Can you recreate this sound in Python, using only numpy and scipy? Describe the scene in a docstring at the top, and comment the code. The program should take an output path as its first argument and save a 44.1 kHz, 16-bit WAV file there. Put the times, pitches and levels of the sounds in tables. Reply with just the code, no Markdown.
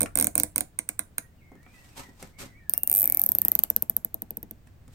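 """Over a low cabin rumble, short clicking tugs tighten a nylon cable tie on a car seat frame, near a phone.
Each tooth snaps the pawl (an impulse and brief ringing), cracks the strap and knocks the frame's modes.
A hand then brushes the seat (grainy filtered noise) and a far bird whistles (gliding, echoed sines).
A second tie follows: single teeth, a long run that slows as it bites, with a fuzzy squeak, then last teeth."""
import sys
import numpy as np
from scipy import signal
from scipy.fft import rfft, irfft
from scipy.io import wavfile
from scipy.ndimage import uniform_filter1d

SR = 44100
rng = np.random.default_rng(int(sys.argv[2]) if len(sys.argv) > 2 else 0)


def store_pcm(level_fs):
    """Save levels as 16-bit WAV."""
    pcm = np.round(np.clip(level_fs, -1, 1) * 32767).astype(np.int16)
    wavfile.write(sys.argv[1], SR, np.atleast_2d(pcm).T)


N = 218189
SIZE, LEAD = 4096, 256  # samples in one blow, samples before its attack
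T = (np.arange(SIZE) - LEAD) / SR  # s from the attack


def amp(db):
    """Decibels to gain."""
    return 10 ** (np.asarray(db) / 20)


def evened(x):
    """Scales to rms 1."""
    return x / np.sqrt(np.mean(x ** 2) + 1e-20)


def blow(x, db):
    """Scales the energy of a short sound to that of 10 ms at rms level db."""
    return amp(db) * evened(x) * np.sqrt(0.01 * SR / SIZE)


def read(points, hz):
    """Reads a spectrum table on a log-frequency axis."""
    f, value = np.transpose(points)
    return np.interp(np.log(hz + 1), np.log(f + 1), value)


def curve(points, t):
    """Reads a control curve at the times t."""
    return np.interp(t, *np.transpose(points))


def bins(x):
    """Frequencies of the spectrum of x, in Hz."""
    return np.fft.rfftfreq(x.shape[-1], 1 / SR)


def colour(x, points):
    """Filters x by a table of (Hz, dB)."""
    return irfft(rfft(x) * amp(read(points, bins(x))), x.shape[-1])


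def add(mix, s, sound):
    """Mixes in a blow whose attack falls at s seconds."""
    at = round(s * SR) - LEAD
    part = mix[..., max(at, 0):at + SIZE]
    part += sound[..., max(-at, 0):][..., :part.shape[-1]]


def dying(t60):
    """Envelope of a free decay, t60 in seconds."""
    return (T >= 0) * amp(-60 * abs(T) / t60)


def burst(t60):
    """A puff of dense ringing (decaying noise) with energy 1."""
    x = rng.standard_normal(SIZE) * dying(t60)
    return x / np.linalg.norm(x)


# Left-right likeness of diffuse sound. Each row: frequency in Hz, likeness 0-1.
LIKENESS = [(30, .92), (250, 0.79), (1000, 0.067), (4000, 0.13), (12000, 0.24)]


def diffuse(pair):
    """Makes two unrelated signals alike in the bass, as at two close microphones."""
    a, b = rfft(pair)
    same = np.clip(read(LIKENESS, bins(pair)), 0, 1)
    right = same * a + np.sqrt(1 - same ** 2) * b
    return irfft(np.array([a, right]), pair.shape[-1])


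# Spectrum of the background. Each row: frequency in Hz, relative level in dB.
FLOOR_COLOUR = [(20, -4.5), (35, -4), (90, 0), (150, -6), (250, -13.5), (400, -20), (700, -23), (1000, -28),
                (2000, -29.5), (3200, -36), (6000, -40), (9000, -39), (10500, -49), (14500, -37)]
# Level of the rumble. Each row: time in seconds, level in dB before the trim.
RUMBLE_LEVEL = [(0, -46), (.6, -59), (1.6, -59.5), (3.2, -58), (4.4, -57.5), (4.95, -54)]


def background(split_hz=140, rumble_trim_db=2.5, hiss_db=-61.5):
    """Noise: low rumble, strongest in the first tugs, then quiet, rising a little at the end; steady hiss."""
    noise = colour(diffuse(rng.standard_normal((2, N))), FLOOR_COLOUR)
    low = irfft(rfft(noise) / (1 + (bins(noise) / split_hz) ** 8), N)
    rumble = evened(low) * amp(curve(RUMBLE_LEVEL, np.arange(N) / SR) + rumble_trim_db)
    hiss = evened(noise - low) * amp(hiss_db)
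    return rumble + hiss


MIC_LEAD_S = 0.000074  # half the delay between the two microphones


def sides(x, right_db=0, lead_s=MIC_LEAD_S):
    """Sound from the hands reaches the right microphone first."""
    lead = np.exp(2j * np.pi * bins(x) * lead_s)
    return irfft(rfft(x) * np.array([1 / lead, lead * amp(right_db)]), SIZE)


def microphones(x, boost_db, hz=8800, width_hz=880):
    """The port of the right microphone rings at one high pitch: a narrow boost."""
    port = amp(boost_db * np.exp(-((bins(x) - hz) / width_hz) ** 4))
    right = irfft(rfft(x[1]) * port, SIZE)
    return sides(np.array([x[0], right]))


def snap(points, ring, ring_t60, scatter=1.0):
    """The pawl lands: one impulse, then brief ringing of the head, a little different at each side."""
    common = burst(ring_t60)
    separate = np.array([burst(ring_t60), burst(ring_t60)])
    pair = (common + scatter * separate) / np.hypot(1, scatter)
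    swelling = 1 - dying(ring_t60 / 10)
    return colour((T == 0) + ring * pair * swelling, points)


def varied(points, vary_db=1.0):
    """Each tooth catches the pawl a little differently, which recolours its crack."""
    hz, db = np.transpose(points)
    return np.transpose([hz, db + vary_db * rng.standard_normal(len(hz))])


def knock(modes, detune=0.031, muddle=0.5, bass_db=0, bass_hz=400, vary_db=1.0):
    """Damped modes struck by a tooth; the gripping fingers shift them slightly."""
    hz, db, t60 = np.transpose(modes)[:, :, None]
    turn = 2 * np.pi * hz * (1 + detune * rng.standard_normal(hz.shape)) * T
    level_db = db + bass_db * (hz < bass_hz) + vary_db * rng.standard_normal(hz.shape)
    rings = amp(level_db) * dying(t60) * np.exp(1j * turn)
    # alternate signs, then a random phase for each mode and side
    signs = (-1) ** np.arange(len(modes))
    heard = signs * np.exp(1j * muddle * rng.standard_normal((2, len(modes))))
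    return (heard[:, :, None] * rings).sum(1).imag * (1 - dying(0.016))


def tension(tooth, fit):
    """The strap takes up its slack, then tightens with every tooth until taut; limited to 0-1."""
    slack_teeth, biting_teeth, loose, taut = fit
    bite = np.clip((tooth - slack_teeth) / biting_teeth, 0, 1)
    return np.clip(loose + (taut - loose) * bite, 0, 1)


# Tugs on the first tie. Each row: start in seconds, length in seconds, number of teeth,
# mean snap level in dB, knock level in dB.
FIRST_TUGS = [(0.0078, 0.0237, 3, -22, -31.5), (0.1561, 0.1143, 8, -21, -35.5),
              (0.3548, 0.0799, 4, -19.5, -35), (0.5606, 0.0473, 3, -22, -38.5), (0.7901, 0, 1, -23.5, -46),
              (0.8906, 0, 1, -25.5, -46), (0.9934, 0, 1, -23, -44.5), (1.1826, 0, 1, -25, -46.5)]
TUG_PEAK, TUG_EASE = 0.417, 1.58  # share of the way where a tug is fastest, slowing towards its ends


def first_teeth():
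    """Every tug gathers speed and stalls again; one row a tooth: (s, snap dB, knock dB)."""
    rows = []
    for start, length, teeth, snap_db, knock_db in FIRST_TUGS:
        way = np.linspace(0, 1, round(teeth))
        lag = way + TUG_EASE * ((way - TUG_PEAK) ** 3 + TUG_PEAK ** 3)
        times = start + length * lag / max(lag[-1], 1)
        rows += [(s, snap_db, knock_db) for s in times]
    return rows


# Colour of the first pawl's snap. Each row: frequency in Hz, relative level in dB.
FIRST_SNAP_COLOUR = [(3000, -28), (6000, -12), (7500, -8.5), (8700, 2.5), (10300, -3), (11000, -17),
                     (12000, 3), (13200, -14.5), (14400, 3), (15600, -6), (16500, -21)]
# Colour of the first strap's crack. Each row: frequency in Hz, relative level in dB.
FIRST_CRACK_COLOUR = [(200, -13.5), (700, -4.5), (1050, 11), (1500, -17.5), (1850, 1), (2200, 14),
                      (3000, -2.5), (4000, 4.5), (5000, -9), (8000, -35.5)]
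# Modes of the first strap when taut. Each row: frequency in Hz, relative level in dB, t60 in seconds.
STRAP_MODES = [(1533, 7, 0.0075), (2103, -9.5, 0.011)]
# Modes of the frame at the first tie. Each row: frequency in Hz, relative level in dB, t60 in seconds.
FIRST_FRAME_MODES = [(92, -2, 0.1), (160.8, -4.5, .11), (214, 1, 0.09), (293.5, 4.5, .065),
                     (393, -5.5, 0.023), (486, -1, 0.058), (580, 7, 0.02), (676, 8, 0.031), (832, 0, 0.02)]
# Tightening of the first tie: teeth of slack, further teeth until taut, then slack and taut tension
# before the 0-1 limit.
FIRST_TIGHTENING = (19, 2.1, 0.59, 1.7)


def first_tie(crack_db=-39.0, ring_db=-39.0, slack_ring_db=-15.5, taut_crack_db=-0.5,
              uneven_db=1.03, taut_treble_db=8, knock_delay_s=0.0017):
    """Short tugs on a tie whose head rings freely; once taut, snap brightens and strap rings more."""
    out = np.zeros((2, N))
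    for tooth, (s, snap_db, knock_db) in enumerate(first_teeth()):
        pull = tension(tooth, FIRST_TIGHTENING)
        treble_db = (pull - 0.5) * taut_treble_db
        head = snap(FIRST_SNAP_COLOUR, ring=1.0, ring_t60=0.0033)
        head = colour(head, [(9600, 0), (10800, treble_db), (13000, treble_db), (15000, 0)])
        click = microphones(head, boost_db=12.5)
        add(out, s, blow(click, snap_db + uneven_db * rng.standard_normal()))
        crack = sides(snap(varied(FIRST_CRACK_COLOUR), ring=4.8, ring_t60=0.015), right_db=1.5)
        add(out, s, blow(crack, crack_db + pull * taut_crack_db))
        strap = sides(knock(STRAP_MODES, muddle=0.2, vary_db=5.7), right_db=4, lead_s=0.00004)
        add(out, s, blow(strap, ring_db + (1 - pull) * slack_ring_db))
        frame = knock(FIRST_FRAME_MODES, detune=0.047)
        add(out, s + knock_delay_s, blow(frame, knock_db))
    return out


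# Decay of the cabin. Each row: frequency in Hz, t60 in seconds.
CABIN_DECAY = [(150, 0.26), (400, 0.2), (1000, 0.22), (3000, 0.17), (9000, 0.19), (15000, 0.19)]


def cabin(x, wet, first_echo_s=0.0018, early=0.57):
    """Roof and windows answer within a few milliseconds; the upholstery soon swallows the tail."""
    noise = diffuse(rng.standard_normal((2, SR // 2)))
    hz, t, z = signal.stft(noise, SR, nperseg=128)
    t60 = read(CABIN_DECAY, hz)[:, None]
    decay = amp(-60 * t / t60) * np.sqrt(2 * np.log(1000) / (t60 * SR))  # about energy 1 per band
    send = amp(read(wet, hz))[:, None]
    tail = signal.istft(z * decay * send, SR, nperseg=128)[1]
    t = np.arange(tail.shape[1]) / SR
    early_bump = early * np.exp(-((t - 0.0095) / 0.0066) ** 2)
    tail = tail * (np.minimum(t / first_echo_s, 1) + early_bump)
    return signal.fftconvolve(x, tail, axes=1)[:, :N]


STROKE_RISE_DB, STROKE_FADE_DB_PER_S = 35.5, 229


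def stroke(s, rise_s, hold_s):
    """Envelope of a sliding touch: it swells until s, holds and fades."""
    t = np.arange(N) / SR - s
    swell_db = STROKE_RISE_DB * np.minimum(t / rise_s, 0)
    fade_db = STROKE_FADE_DB_PER_S * np.maximum(t - hold_s, 0)
    return amp(swell_db - fade_db)


# Colour of the rubbing. Each row: frequency in Hz, relative level in dB.
RUBBING_COLOUR = [(120, -6), (250, -2.5), (480, -8), (750, -8), (980, -7), (1350, -9.5), (2300, -7.5),
                  (3500, -10), (6000, -11.5), (8600, -9.5), (10700, -20.5), (13200, -12), (16000, -32)]
# Strokes over seat and strap. Each row: end of the rise in seconds, rise in seconds, hold in seconds,
# level in dB before the trim, boost of the fabric's scuff in dB.
HAND_STROKES = [(1.745, 0.27, 0.18, -59.5, 1.5), (1.969, 0.023, 0.028, -41.5, 9),
                (2.209, 0.12, 0.036, -52, 5.5), (2.392, 0.016, 0.021, -41, -2.5),
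                (4.668, 0.025, 0.012, -68.5, 14), (4.944, 0.12, 0.02, -58, -8)]
# Fingers and the loose tail tap the seat. Each row: time in seconds, thud level in dB, tick level in dB,
# treble tilt of the tick in dB.
SEAT_TAPS = [(0.059, -58, -37.5, -2.5), (1.517, -48.5, -70, 9), (1.553, -53.5, -67, 4),
             (1.63, -78.5, -63.5, 7), (1.664, -57.5, -56.5, -15), (2.087, -52.5, -77, 0),
             (2.2265, -43, -43.5, 8), (2.432, -44, -75, 0), (4.672, -68, -61, 3), (4.879, -53.5, -60, 7.5)]


def hands(grain_db=1.5, catch_db=1.5, rub_trim_db=-1, scuff_hz=930, scuff_width_hz=160):
    """Grainy rubbing of skin and sleeve that catches and slips, and a few soft taps."""
    grains = evened(uniform_filter1d(rng.standard_normal(N), size=90))
    catches = evened(uniform_filter1d(rng.standard_normal(N), size=600))
    rough = diffuse(rng.standard_normal((2, N))) * amp(grain_db * grains + catch_db * catches)
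    rub = evened(colour(rough, RUBBING_COLOUR))
    scuff = irfft(rfft(rub) * np.exp(-((bins(rub) - scuff_hz) / scuff_width_hz) ** 2), N)
    out = np.zeros((2, N))
    for s, rise_s, hold_s, db, scuff_db in HAND_STROKES:
        brush = rub + (amp(scuff_db) - 1) * scuff
        out += brush * amp(db + rub_trim_db) * stroke(s, rise_s, hold_s)
    for s, thud_db, tick_db, treble_db in SEAT_TAPS:
        thud = colour(burst(0.088), [(50, -22), (130, -6.0), (230, 0.0), (400, -10.5), (700, -13.5),
                                     (2000, -29.5), (8000, -86.5)])
        add(out, s, blow(thud, thud_db))
        tick = snap([(300, 1.5), (2000, 6), (4500, -11.0), (9000, -3.5), (15000, -17.5)],
                    ring=4.3, ring_t60=0.022)
        add(out, s, blow(colour(tick, [(2500, 0), (5000, treble_db)]), tick_db))
    return out


# Notes of the bird. Each row: start in seconds, end in seconds, first Hz, last Hz,
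# level in dB before trim and echo.
BIRD_NOTES = [(1.222, 1.26, 1920, 1863, -73), (1.372, 1.436, 3030, 2210, -82.5),
              (1.398, 1.552, 2184, 2100, -70.5), (1.55, 1.656, 1695, 2043, -76.5),
              (1.615, 1.816, 2192, 2760, -75), (1.728, 1.822, 2012, 1910, -68.5),
              (1.892, 1.982, 2640, 2410, -77), (2.025, 2.082, 2064, 1875, -65.5),
              (2.325, 2.41, 2070, 2360, -71), (2.435, 2.562, 2170, 1886, -71.5),
              (2.539, 2.599, 2140, 2366, -70.5), (2.58, 2.695, 1920, 1667, -74.5),
              (2.71, 2.97, 2740, 2777, -74), (3.385, 3.563, 1736, 2140, -73.5)]


def bird(waver=0.015, trim_db=-1, yard_t60=0.26):
    """Gliding whistles from far outside, smeared by the echoes of the yard."""
    song = np.zeros(N)
    for start, end, first_hz, last_hz, db in BIRD_NOTES:
        count = max(int((end - start) * SR), LEAD)
        wobble = evened(uniform_filter1d(rng.standard_normal(count), size=150))
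        hz = np.geomspace(first_hz, last_hz, count) * (1 + waver * wobble)
        whistle = np.sin(2 * np.pi * np.cumsum(hz) / SR) * signal.windows.tukey(count, 0.4)
        song[int(start * SR):][:count] += amp(db + trim_db) * evened(whistle)
    echoed = []
    for side in range(2):
        yard = 2.25 * (T == 0) + 2.8 * burst(yard_t60)
        echoed.append(signal.fftconvolve(song, yard)[LEAD:LEAD + N])
    return np.array(echoed)


# Speed of the long pull on the second tie. Each row: time in seconds, teeth per second.
LONG_PULL_SPEED = [(2.8755, 33.2), (2.942, 91.9), (2.986, 110.4), (3.021, 95), (3.075, 43.3), (3.164, 40.1),
                   (3.221, 49.3), (3.245, 40.2), (3.383, 27.1), (3.389, 31.7), (3.559, 27.9), (3.64, 18.9)]
# Force of that pull. Each row: time in seconds, snap level in dB, crack level in dB before the trim.
LONG_PULL_FORCE = [(2.88, -20.5, -46.8), (3.0, -20, -46), (3.17, -20.5, -43), (3.22, -18.5, -46),
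                   (3.36, -19.5, -42.5), (3.52, -17.5, -41), (3.63, -15.5, -38.5)]
# Teeth before and after the long pull. Each row: time in seconds, snap level in dB,
# crack level in dB before the trim.
LONE_TEETH = [(2.6965, -21.5, -41), (2.7372, -19.5, -37.5), (2.7785, -20.5, -46.5), (2.8342, -21, -53.5),
              (3.7023, -18.5, -41), (3.764, -16.5, -40), (3.8243, -20.5, -48.5), (3.898, -19.5, -46),
              (3.9668, -18.5, -46.5), (4.0481, -23.9, -50), (4.1439, -27.5, -53), (4.2209, -31, -53.5),
              (4.3074, -32, -53.5), (4.3712, -31, -53.5), (4.43, -37.7, -53.5), (4.5111, -37.5, -52.5)]


def second_teeth():
    """The long pull passes teeth at its speed, between the single ones; rows (s, snap dB, crack dB)."""
    t = np.arange(LONG_PULL_SPEED[0][0], LONG_PULL_SPEED[-1][0], 1 / SR)
    travel = np.cumsum(curve(LONG_PULL_SPEED, t)) / SR  # teeth passed
    s = np.interp(np.arange(travel[-1]), travel, t)
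    at, snap_db, crack_db = np.transpose(LONG_PULL_FORCE)
    run = list(zip(s, np.interp(s, at, snap_db), np.interp(s, at, crack_db)))
    return sorted(LONE_TEETH + run)


# Colour of the second pawl's snap, strap slack. Each row: frequency in Hz, relative level in dB.
SLACK_SNAP_COLOUR = [(3000, -76.5), (7000, -18), (8700, -10), (10700, 1), (11900, 5.5), (13000, 5),
                     (14500, 1), (15600, -2), (16600, -10)]
# The same, strap taut. Each row: frequency in Hz, relative level in dB.
TAUT_SNAP_COLOUR = [(3000, -17), (8000, -27), (10500, -8.5), (11500, -5.5), (12600, 9), (13800, 3.5),
                    (15000, -5), (16000, -4), (16600, -27)]
# Colour of the second strap's crack. Each row: frequency in Hz, relative level in dB.
SECOND_CRACK_COLOUR = [(200, -8), (800, 11), (1250, 5), (1600, 8), (2300, 6.5), (3300, 4), (4300, 5.5),
                       (6000, 11.5), (9000, 2)]
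# Modes of the frame at the second tie. Each row: frequency in Hz, relative level in dB, t60 in seconds.
SECOND_FRAME_MODES = [(117, -4.5, 0.031), (178.6, -4.5, 0.053), (236, 0, 0.029), (328.6, -3, 0.027),
                      (425, -2, 0.023), (628, 7.5, 0.013), (778, 5, 0.009), (898, -9, 0.02)]
# Tightening of the second tie: teeth of slack, further teeth until taut, slack tension, taut tension.
SECOND_TIGHTENING = (5.5, 32, 0.02, 0.68)


def second_tie(crack_trim_db=-1, knock_db=-49, taut_knock_db=7.5, port_db=5, slack_port_db=9,
               slack_bass_db=-10, bass_hz=520, uneven_db=0.9, soft_below_db=-28, dulling=0.57):
    """Tightening shortens and narrows the snap and loads the frame; soft blows shift the knock's bass."""
    out = np.zeros((2, N))
    hz = np.fft.rfftfreq(LEAD, 1 / SR)
    for tooth, (s, snap_db, crack_db) in enumerate(second_teeth()):
        slack = 1 - tension(tooth, SECOND_TIGHTENING)
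        shifted_hz = hz * (1 + 0.0033 * rng.standard_normal())
        shade_db = slack * read(SLACK_SNAP_COLOUR, hz) + (1 - slack) * read(TAUT_SNAP_COLOUR, hz)
        shade = np.transpose([shifted_hz, shade_db])
        head = snap(shade, ring=0.32 + 0.35 * slack, ring_t60=0.0055, scatter=0.35)
        click = microphones(head, boost_db=port_db + slack * slack_port_db)
        add(out, s, blow(click, snap_db))
        crack = snap(varied(SECOND_CRACK_COLOUR), ring=2.1, ring_t60=0.01)
        crack = sides(crack, right_db=-2, lead_s=MIC_LEAD_S * slack ** 3)
        add(out, s, blow(crack, crack_db + crack_trim_db))
        bass_db = slack ** 2 * slack_bass_db + dulling * max(soft_below_db - snap_db, 0)
        frame = knock(SECOND_FRAME_MODES, detune=0.067, bass_db=bass_db, bass_hz=bass_hz, vary_db=2.5)
        frame_db = knock_db + (1 - slack) * taut_knock_db + uneven_db * rng.standard_normal()
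        add(out, s, blow(frame, frame_db))
    return out


def scrape(width_hz=260, rest_hz=2130, hz_per_speed=2.8, scrape_db=-56, pulse_db=4):
    """A fuzzy squeak: friction in one resonance that rises with the speed and pulses with each tooth."""
    speed = curve(LONG_PULL_SPEED, np.arange(N) / SR)
    pulses = amp(pulse_db * np.cos(2 * np.pi * np.cumsum(speed) / SR))
    noise = rng.standard_normal((2, N)) + 1j * rng.standard_normal((2, N))
    r = np.exp(-np.pi * width_hz / SR)
    fuzz = signal.lfilter([1], np.poly([r, r]), pulses * noise)
    # shift the fuzz up to the moving resonance
    turn = 2 * np.pi * np.cumsum(rest_hz + hz_per_speed * speed) / SR
    squeak = (fuzz * np.exp(1j * turn)).real
    return amp(scrape_db) * stroke(2.91, rise_s=0.071, hold_s=0.28) * evened(squeak)


# Send of the first tie into the cabin. Each row: frequency in Hz, send in dB.
FIRST_SEND = [(150, -13), (500, -2.5), (1500, -9.5), (3000, -15.5), (5500, -8.5), (7500, -5.5), (8700, -25),
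              (10000, -9), (11000, -15), (12500, -21.5), (14500, -19.5), (16000, -18)]
# Send of the slack second tie and, before their trim, the hands. Each row: frequency in Hz, send in dB.
SLACK_SEND = [(150, 2.5), (500, -9.5), (1500, -2.5), (3000, -14), (5500, -9.5), (7500, -23), (8700, -20),
              (11000, -26.5), (13000, -19), (15000, -15), (16000, -21.5)]
# Send of the taut second tie. Each row: frequency in Hz, send in dB.
TAUT_SEND = [(150, -1.5), (500, -12.5), (1200, -3), (2200, -11.5), (3000, -8), (5500, -14.5), (7500, -7.5),
             (8700, -22), (11500, -26.5), (13000, -30.5), (15000, -34.5), (16000, -26.5)]


def scene(hand_send_trim_db=1.5):
    """Both ties and the hands in the cabin, bird outside; a taut tie's send crossfades to its own colour."""
    first, second, touch = first_tie(), second_tie(), hands()
    pull = [(row[0], tension(tooth, SECOND_TIGHTENING)) for tooth, row in enumerate(second_teeth())]
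    taut = curve(pull, np.arange(N) / SR) / pull[-1][1]
    slack_second = np.sqrt(abs(1 - taut ** 2)) * second
    slack_input = slack_second + amp(hand_send_trim_db) * touch
    room = cabin(first, FIRST_SEND) + cabin(slack_input, SLACK_SEND) + cabin(taut * second, TAUT_SEND)
    return first + second + touch + room + scrape() + bird() + background()


def record(dry, edge_hz=16500):
    """Clips at full scale, then limits the band."""
    clipped = np.clip(dry, -1, 1)
    lowpass = signal.firwin(255, edge_hz, window=("kaiser", 8), fs=SR)
    return signal.oaconvolve(clipped, lowpass[None], "same")


dry = scene()
out = record(dry)
store_pcm(out)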